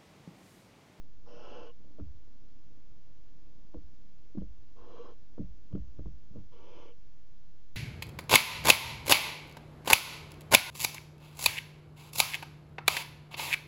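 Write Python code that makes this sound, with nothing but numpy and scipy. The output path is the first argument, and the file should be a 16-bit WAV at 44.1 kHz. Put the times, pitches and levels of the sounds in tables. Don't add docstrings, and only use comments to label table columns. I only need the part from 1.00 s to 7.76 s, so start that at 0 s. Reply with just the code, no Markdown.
import sys
import numpy as np
from scipy import signal
from scipy.fft import rfft, irfft
from scipy.io import wavfile
from scipy.ndimage import uniform_filter1d

SR = 44100
rng = np.random.default_rng(int(sys.argv[2]) if len(sys.argv) > 2 else 0)


def wav_out(sig):
    wavfile.write(sys.argv[1], SR, np.round(np.clip(np.atleast_2d(sig).T, -1, 1) * 32767).astype(np.int16))


N = 298116
TIME = np.arange(N) / SR
FREQS = np.maximum(np.arange(N // 2 + 1) * SR / N, 1)


def from_db(db):
    return 10 ** (np.asarray(db) / 20)


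def rms_one(x):
    return x / np.sqrt(np.mean(x ** 2) + 1e-20)


def tone_curve(points):
    hz, db = np.transpose(points)
    return from_db(np.interp(np.log(FREQS), np.log(hz), db))


def colour(x, gain):
    return irfft(rfft(x) * gain, N)


def flutter(per_s):
    return rms_one(colour(rng.standard_normal(N), np.exp(-(FREQS / per_s) ** 2)))


def swells(rows, level_db):
    return sum(from_db(db + level_db) * np.exp(-((TIME - s) / half_s) ** 2) for s, half_s, db in rows)


# (frequency [Hz], relative level [dB])
BACKGROUND_TONE = [(12, -6), (24, 1), (42, 2), (58, -6), (80, -8.5), (120, -10), (200, -16), (320, -24),
                   (600, -29.5), (1200, -33.5), (2500, -35), (5000, -37), (6500, -38.5), (7200, -43.5)]

def background_noise(level_db):
    return from_db(level_db) * rms_one(colour(rng.standard_normal(N), tone_curve(BACKGROUND_TONE)))


# (pitch [Hz], width [Hz], boost [dB])
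BOX_NOTES = [(483, 33, 13), (579, 54, 10.5), (770, 9.5, 4), (872, 42, 8.5), (1027, 11, 8), (1062, 97, 4.5),
             (1102, 11, 3.5), (1380, 190, 8), (1483, 18, 2.5), (2340, 35, 4.5), (2570, 27, 3),
             (2690, 24, 7), (2940, 26, 5), (3070, 13, 7.5), (3170, 85, 6.5), (4010, 30, 7), (4385, 38, 3.5),
             (5100, 35, 5), (5800, 45, 5)]

def box_ring(direct):
    out = direct
    for hz, width_hz, boost_db in BOX_NOTES:
        b, a = signal.iirpeak(hz, hz / width_hz, fs=SR)
        out = out + (from_db(boost_db) - 1) * signal.lfilter(b, a, direct)
    return out


# (time [s], relative level [dB])
RESTLESSNESS = [(0.1, -64), (0.35, -63.5), (1.9, -64.5), (2.6, -61.5), (2.85, -64.5), (3.06, -67),
                (4.86, -63.5), (6.65, -68)]
# (middle time [s], half length [s], relative level [dB])
FIRM_RUBS = [(0.872, 0.094, -73.5), (2.878, 0.031, -77), (4.719, 0.01, -53.5), (5.365, 0.031, -56.5)]
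# (frequency [Hz], relative level [dB])
RUB_TONE = [(50, -23.5), (110, 5), (200, 0.5), (300, 1.5), (420, -15), (600, -21.5), (1200, -25),
            (2500, -70), (7000, -35.5)]

def shuffle(level_db, rubs_db, uneven_db):
    times, restless_db = np.transpose(RESTLESSNESS)
    level = from_db(np.interp(TIME, times, restless_db) + level_db) + swells(FIRM_RUBS, rubs_db)
    rub = rng.standard_normal(N) * from_db(uneven_db * flutter(per_s=31))
    return level * rms_one(box_ring(colour(rub, tone_curve(RUB_TONE))))


# (time [s], level [dB])
CLAW_CATCHES = [(0.982, -71), (.998, -75), (2.741, -76), (3.374, -75), (3.408, -67), (4.727, -65.5),
                (4.750, -62)]

def claw_ticks(pitch_hz, rise_s):
    out = 0
    for s, db in CLAW_CATCHES:
        age = np.clip(TIME - s, 0, 1)
        level = from_db(db) * age / rise_s * np.exp(1 - age / rise_s)
        out = out + level * np.sin(2 * np.pi * pitch_hz * age)
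    return out


# (pitch [Hz], relative level [dB], time to fade by 60 dB [s])
BOARD_NOTES = [(48.3, -3.5, .42), (60.3, -12, 0.56), (72.7, -10.5, .36), (89, -10, 0.057),
               (97.3, -14, 0.51), (127.2, -10.5, 0.2), (170.4, -7, 0.24), (194.7, 3.5, 0.14),
               (226, 1, 0.082), (288.3, 3.5, 0.12), (327, -5, 0.14), (409, -8.5, 0.08), (477, 3, 0.066),
               (575, 2.5, .09), (599, -7, .13), (890, -4.5, 0.045), (1150, -14, .03)]
# (time [s], relative knock level [dB], pitch that this spot favours [Hz], relative crunch level [dB])
STEPS = [
    [(.843, -58, 405, -64), (.877, -57, 350, -59), (.908, -51, 327, -69)],
    [(.9847, -43.5, 513, -48), (.991, -46.5, 485, -59), (.9971, -38, 312, -48), (1.0067, -39.5, 226, -57.5),
     (1.013, -32.5, 59, -65), (1.0266, -31, 82, -74)],
    [(2.740, -52, 283, -49), (2.7467, -37, 370, -64), (2.7501, -42, 324, -60), (2.7527, -40, 415, -72),
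     (2.7568, -46, 442, -71), (2.7635, -38, 63, -68), (2.769, -38, 305, -52.5)],
    [(3.3491, -40, 340, -56), (3.3522, -38.5, 326, -68), (3.3722, -28, 262, -45), (3.375, -41, 600, -55),
     (3.3801, -27, 169, -74)],
    [(3.411, -51, 110, -50), (3.4142, -35.5, 48.3, -63), (3.4186, -34.5, 373, -59),
     (3.4281, -35, 54.5, -73.5)],
    [(4.3775, -50, 840, -56.5), (4.3798, -34.5, 432, -54), (4.383, -47, 1010, -54), (4.3932, -30, 271, -64),
     (4.4002, -27.5, 148, -64), (4.4118, -38, 406, -72), (4.4166, -45, 138, -77),
     (4.4257, -36.5, 51.2, -80)],
    [(4.7268, -45, 133, -47), (4.728, -45, 481, -60), (4.7366, -25.5, 125.6, -62), (4.7502, -26, 291, -47),
     (4.7556, -32, 365, -49), (4.7699, -38.5, 102, -55), (4.7968, -35, 64.3, -80)],
    [(4.9872, -34.5, 117, -52.5), (4.9925, -35.5, 380, -64), (5.0014, -37, 77.4, -61)],
    [(5.0472, -37, 77.3, -76), (5.057, -41, 333, -50), (5.059, -50, 1090, -58), (5.0649, -35, 133, -64),
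     (5.0658, -38, 75, -67), (5.074, -46, 199, -55)],
    [(5.3085, -42.5, 126, -73), (5.358, -39.5, 417, -60), (5.3643, -39, 164, -55), (5.371, -49, 490, -55),
     (5.381, -42, 330, -61), (5.3817, -36.5, 120, -65)],
]

def board_knocks(level_db, thud, spot_db, spot_octaves, push_cycles):
    t, out = TIME[:SR // 2], np.zeros(N)
    hz, note_db, fade_s = np.transpose(BOARD_NOTES)
    rings = from_db(-60 * t / fade_s[:, None]) * np.cos(2 * np.pi * hz[:, None] * t)
    for s, peak_db, spot_hz, _ in np.concatenate(STEPS):
        favour_db = spot_db * np.exp(-(np.log2(hz / spot_hz) / spot_octaves) ** 2)
        board = from_db(note_db + favour_db + rng.standard_normal(len(hz))) @ rings
        board = board + thud * np.exp(-t / 0.0004)
        progress = t * spot_hz / push_cycles
        soft_landing = np.sqrt(np.sin(np.pi * progress).clip(0)) * (progress < 1)
        push = np.sin(2 * np.pi * progress) * soft_landing
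        knock = signal.fftconvolve(push, board)[:len(t)]
        at = round(s * SR)
        out[at:at + len(t)] += from_db(peak_db + level_db) * knock / np.abs(knock).max()
    return out


# (frequency [Hz], relative level [dB])
LITTER_TONE = [(150, -12), (400, 7.5), (600, 7), (760, -5.5), (1200, -3), (1500, -13.5), (2100, -25.5),
               (3100, -25), (7000, -47)]

def litter_crunch(level_db, rise_s, fall_s, grain_db):
    power = 0
    for s, *_, crunch_db in np.concatenate(STEPS):
        age = np.clip(TIME - s, 0, 1)
        burst = from_db(crunch_db) * (1 - np.exp(-age / rise_s)) * np.exp(-age / fall_s)
        power = power + burst ** 2
    grains = rms_one(rng.standard_normal(N) * from_db(grain_db * flutter(per_s=180)))
    return from_db(level_db) * colour(grains * np.sqrt(power), rms_one(tone_curve(LITTER_TONE)))


# (middle time [s], half length [s], relative level [dB])
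HOLLOW_MOMENTS = [(0.35, 0.033, -56), (.475, .035, -56), (.595, 0.068, -53.5), (0.676, 0.031, -51),
                  (4.004, 0.014, -47.5), (4.122, 0.017, -58), (5.694, 0.014, -59), (5.913, 0.027, -60)]

def hollow_ring(level_db, waver_hz):
    hz = BOX_NOTES[0][0] + waver_hz * flutter(per_s=77)
    return swells(HOLLOW_MOMENTS, level_db) * np.sqrt(2) * np.sin(2 * np.pi * np.cumsum(hz) / SR)


# (start [s], end [s], first pitch [Hz], last pitch [Hz], level [dB])
WHISTLE_NOTES = [ (.255, 0.418, 5410, 5250, -76), (0.398, 0.492, 5300, 5280, -75),
                 (.30, .47, 5900, 5840, -80.5), (0.498, 0.621, 6130, 6220, -82),
                 (.28, 0.461, 3065, 2990, -75.5), (.28, 0.432, 593, 616, -60.5),
                 (.385, .49, 1325, 1300, -68.5), (0.665, .715, 1094, 1053, -65),
                 (.698, .720, 2900, 2800, -71), (3.985, 4.054, 1136, 1168, -62),
                 (4.045, 4.085, 5120, 5180, -79), (5.52, 5.577, 3060, 3060, -82),
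                 (5.914, 5.929, 3180, 2660, -71)]

def whistles(waver_share):
    out = np.zeros(N)
    waver = 1 + waver_share * flutter(per_s=220)
    for start, end, first_hz, last_hz, db in WHISTLE_NOTES:
        span = slice(round(start * SR), round(end * SR))
        progress = np.linspace(0, 1, len(out[span]))
        hz = (first_hz + (last_hz - first_hz) * progress) * waver[span]
        swell = np.sqrt(progress * (1 - progress)) * 2
        out[span] += from_db(db) * swell * np.sqrt(2) * np.sin(2 * np.pi * np.cumsum(hz) / SR)
    return out


# (pitch [Hz], rough width [Hz], relative level [dB])
FIRST_VOICE = [(303, 160, 3.5), (457, 230, 0.5), (726, 160, 0.5), (833, 50, 1), (1015, 140, -4),
               (1180, 115, -5.5), (1304, 90, -7.5), (1500, 180, -11), (1700, 91, -12.5), (1940, 79, -14.5),
               (2310, 240, -17.5), (2730, 340, -9.5), (2900, 200, -8.5), (3030, 87, -12), (3260, 280, -15),
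               (3900, 640, -32), (4430, 75, -21.5), (4630, 200, -25.5), (4970, 370, -24), (5320, 220, -24),
               (5850, 270, -26.5), (6400, 690, -32.5)]
SECOND_VOICE = [(326, 180, 3), (479, 59, 2.5), (690, 130, -3), (865, 42, -4), (1072, 240, -4.5),
                (1300, 70, -16), (1523, 70, -15), (1750, 160, -18.5), (2040, 150, -22), (2340, 200, -20.5),
                (2790, 250, -18.5), (2980, 150, -21), (3216, 92, -16.5), (3400, 190, -22), (3900, 210, -25),
                (4550, 320, -31.5), (5040, 150, -33), (5250, 220, -28.5), (6040, 490, -32.5),
                (6550, 180, -32.5)]
THIRD_VOICE = [(336, 130, -2.5), (485, 180, -9), (730, 220, -15.5), (947, 130, -8.5), (1158, 57, -9),
               (1348, 38, -17), (1630, 400, -26), (2170, 260, -21), (2370, 190, -18), (2700, 280, -21.5),
               (3016, 200, -16), (3350, 360, -21.5), (4230, 470, -35), (4970, 660, -32), (5800, 410, -33.5),
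               (6300, 400, -34.5)]
# (swell factor, usual sag by the end [dB], stops early by [s], fade in [s], fade out [s])
BREATH_RESPONSE = [(1.8, 3, 0.0092, 0.014, 0.039), (2.6, 6, 0.0024, 0.0094, 0.026),
                   (1.6, 3.5, .006, .012, 0.031)]
# (start [s], hardest push [s], end [s], rasp delay [s], hiss stops earlier by [s],
# base swell of throat and rasp [dB], base swell of hiss [dB], sag factor,
# throat level [dB], rasp level [dB], hiss level [dB], roughness [dB])
BEGGING_CALLS = [ (0.256, 0.557, 0.724, 0.022, 0.017, 4, 3.5, 1.25, -50.5, -61, -71.5, 0.1),
                 (3.757, 4.012, 4.16, 0.0018, 0.012, 4, 5.5, 1.5, -52, -70, -75.5, 0.8),
                 (5.513, 5.805, 5.934, .0011, 0.021, 3, 4, 0.71, -55.5, -66, -76, 0.6)]

def begging_call(beg, voice_bands, glide_share, wander_share):
    start, push, end, rasp_delay_s, hiss_early_s, swell_db, hiss_swell_db, tiring, *peaks, rough_db = beg
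    chop = from_db(rough_db * flutter(per_s=200))
    effort = np.sin(np.pi / 2 * np.clip((TIME - start) / (push - start), 0, 1)) ** 2
    spent = np.clip((TIME - push) / (end - push), 0, 1)
    bend = glide_share * (effort - spent - .5) + wander_share * flutter(per_s=25.7)
    parts = [(0, 2100, start, end, swell_db),
             (2100, 3700, start + rasp_delay_s, end, swell_db),
             (3700, SR, start, end - hiss_early_s, hiss_swell_db)]
    out = 0
    for part, peak_db, response in zip(parts, peaks, BREATH_RESPONSE):
        low_hz, high_hz, begin, stop, rise_db = part
        swell_factor, sag_db, early_s, fade_in_s, fade_out_s = response
        level_db = peak_db - swell_factor * rise_db * (1 - effort) - tiring * sag_db * spent
        fade = np.clip(np.minimum((TIME - begin) / fade_in_s, (stop - early_s - TIME) / fade_out_s), 0, 1)
        power = sum((from_db(db) / (1 + ((FREQS - hz) / (0.53 * width)) ** 2)) ** 2
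                    for hz, width, db in voice_bands if low_hz <= hz < high_hz)
        air = colour(chop * rng.standard_normal(N), np.sqrt(power))
        gliding = np.interp(np.cumsum(1 + bend * fade), np.arange(N), air)
        voice = box_ring(gliding)
        steady = voice / np.sqrt(uniform_filter1d(voice ** 2, size=1800) + 1e-12)
        out = out + fade * from_db(level_db) * steady
    return out


def scene():
    calls = sum(begging_call(beg, voice, glide_share=.012, wander_share=.006)
                for beg, voice in zip(BEGGING_CALLS, [FIRST_VOICE, SECOND_VOICE, THIRD_VOICE]))
    calls += whistles(waver_share=.012) + hollow_ring(level_db=-1.0, waver_hz=14.65)
    feet = board_knocks(level_db=-1.0, thud=0.98, spot_db=8.0, spot_octaves=0.27, push_cycles=1.13)
    feet += litter_crunch(level_db=1.5, rise_s=0.0022, fall_s=0.0055, grain_db=5.5)
    feet += claw_ticks(pitch_hz=3100, rise_s=0.0007)
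    feet += shuffle(level_db=-4.0, rubs_db=-0.5, uneven_db=2.0)
    return (calls + feet + background_noise(level_db=-60))[None]


def record(dry):
    sound_top_hz, hiss_top_hz, hiss_db, offset = 7800, 15800, -94.5, .0197
    treble_cut = signal.cheby2(14, 50, sound_top_hz, fs=SR, output="sos")
    hiss_cut = signal.ellip(10, .1, 70, hiss_top_hz, fs=SR, output="sos")
    hiss = from_db(hiss_db) * rng.standard_normal(N)
    return signal.sosfilt(hiss_cut, signal.sosfilt(treble_cut, dry) + hiss) + offset


dry = scene()
out = record(dry)
wav_out(out)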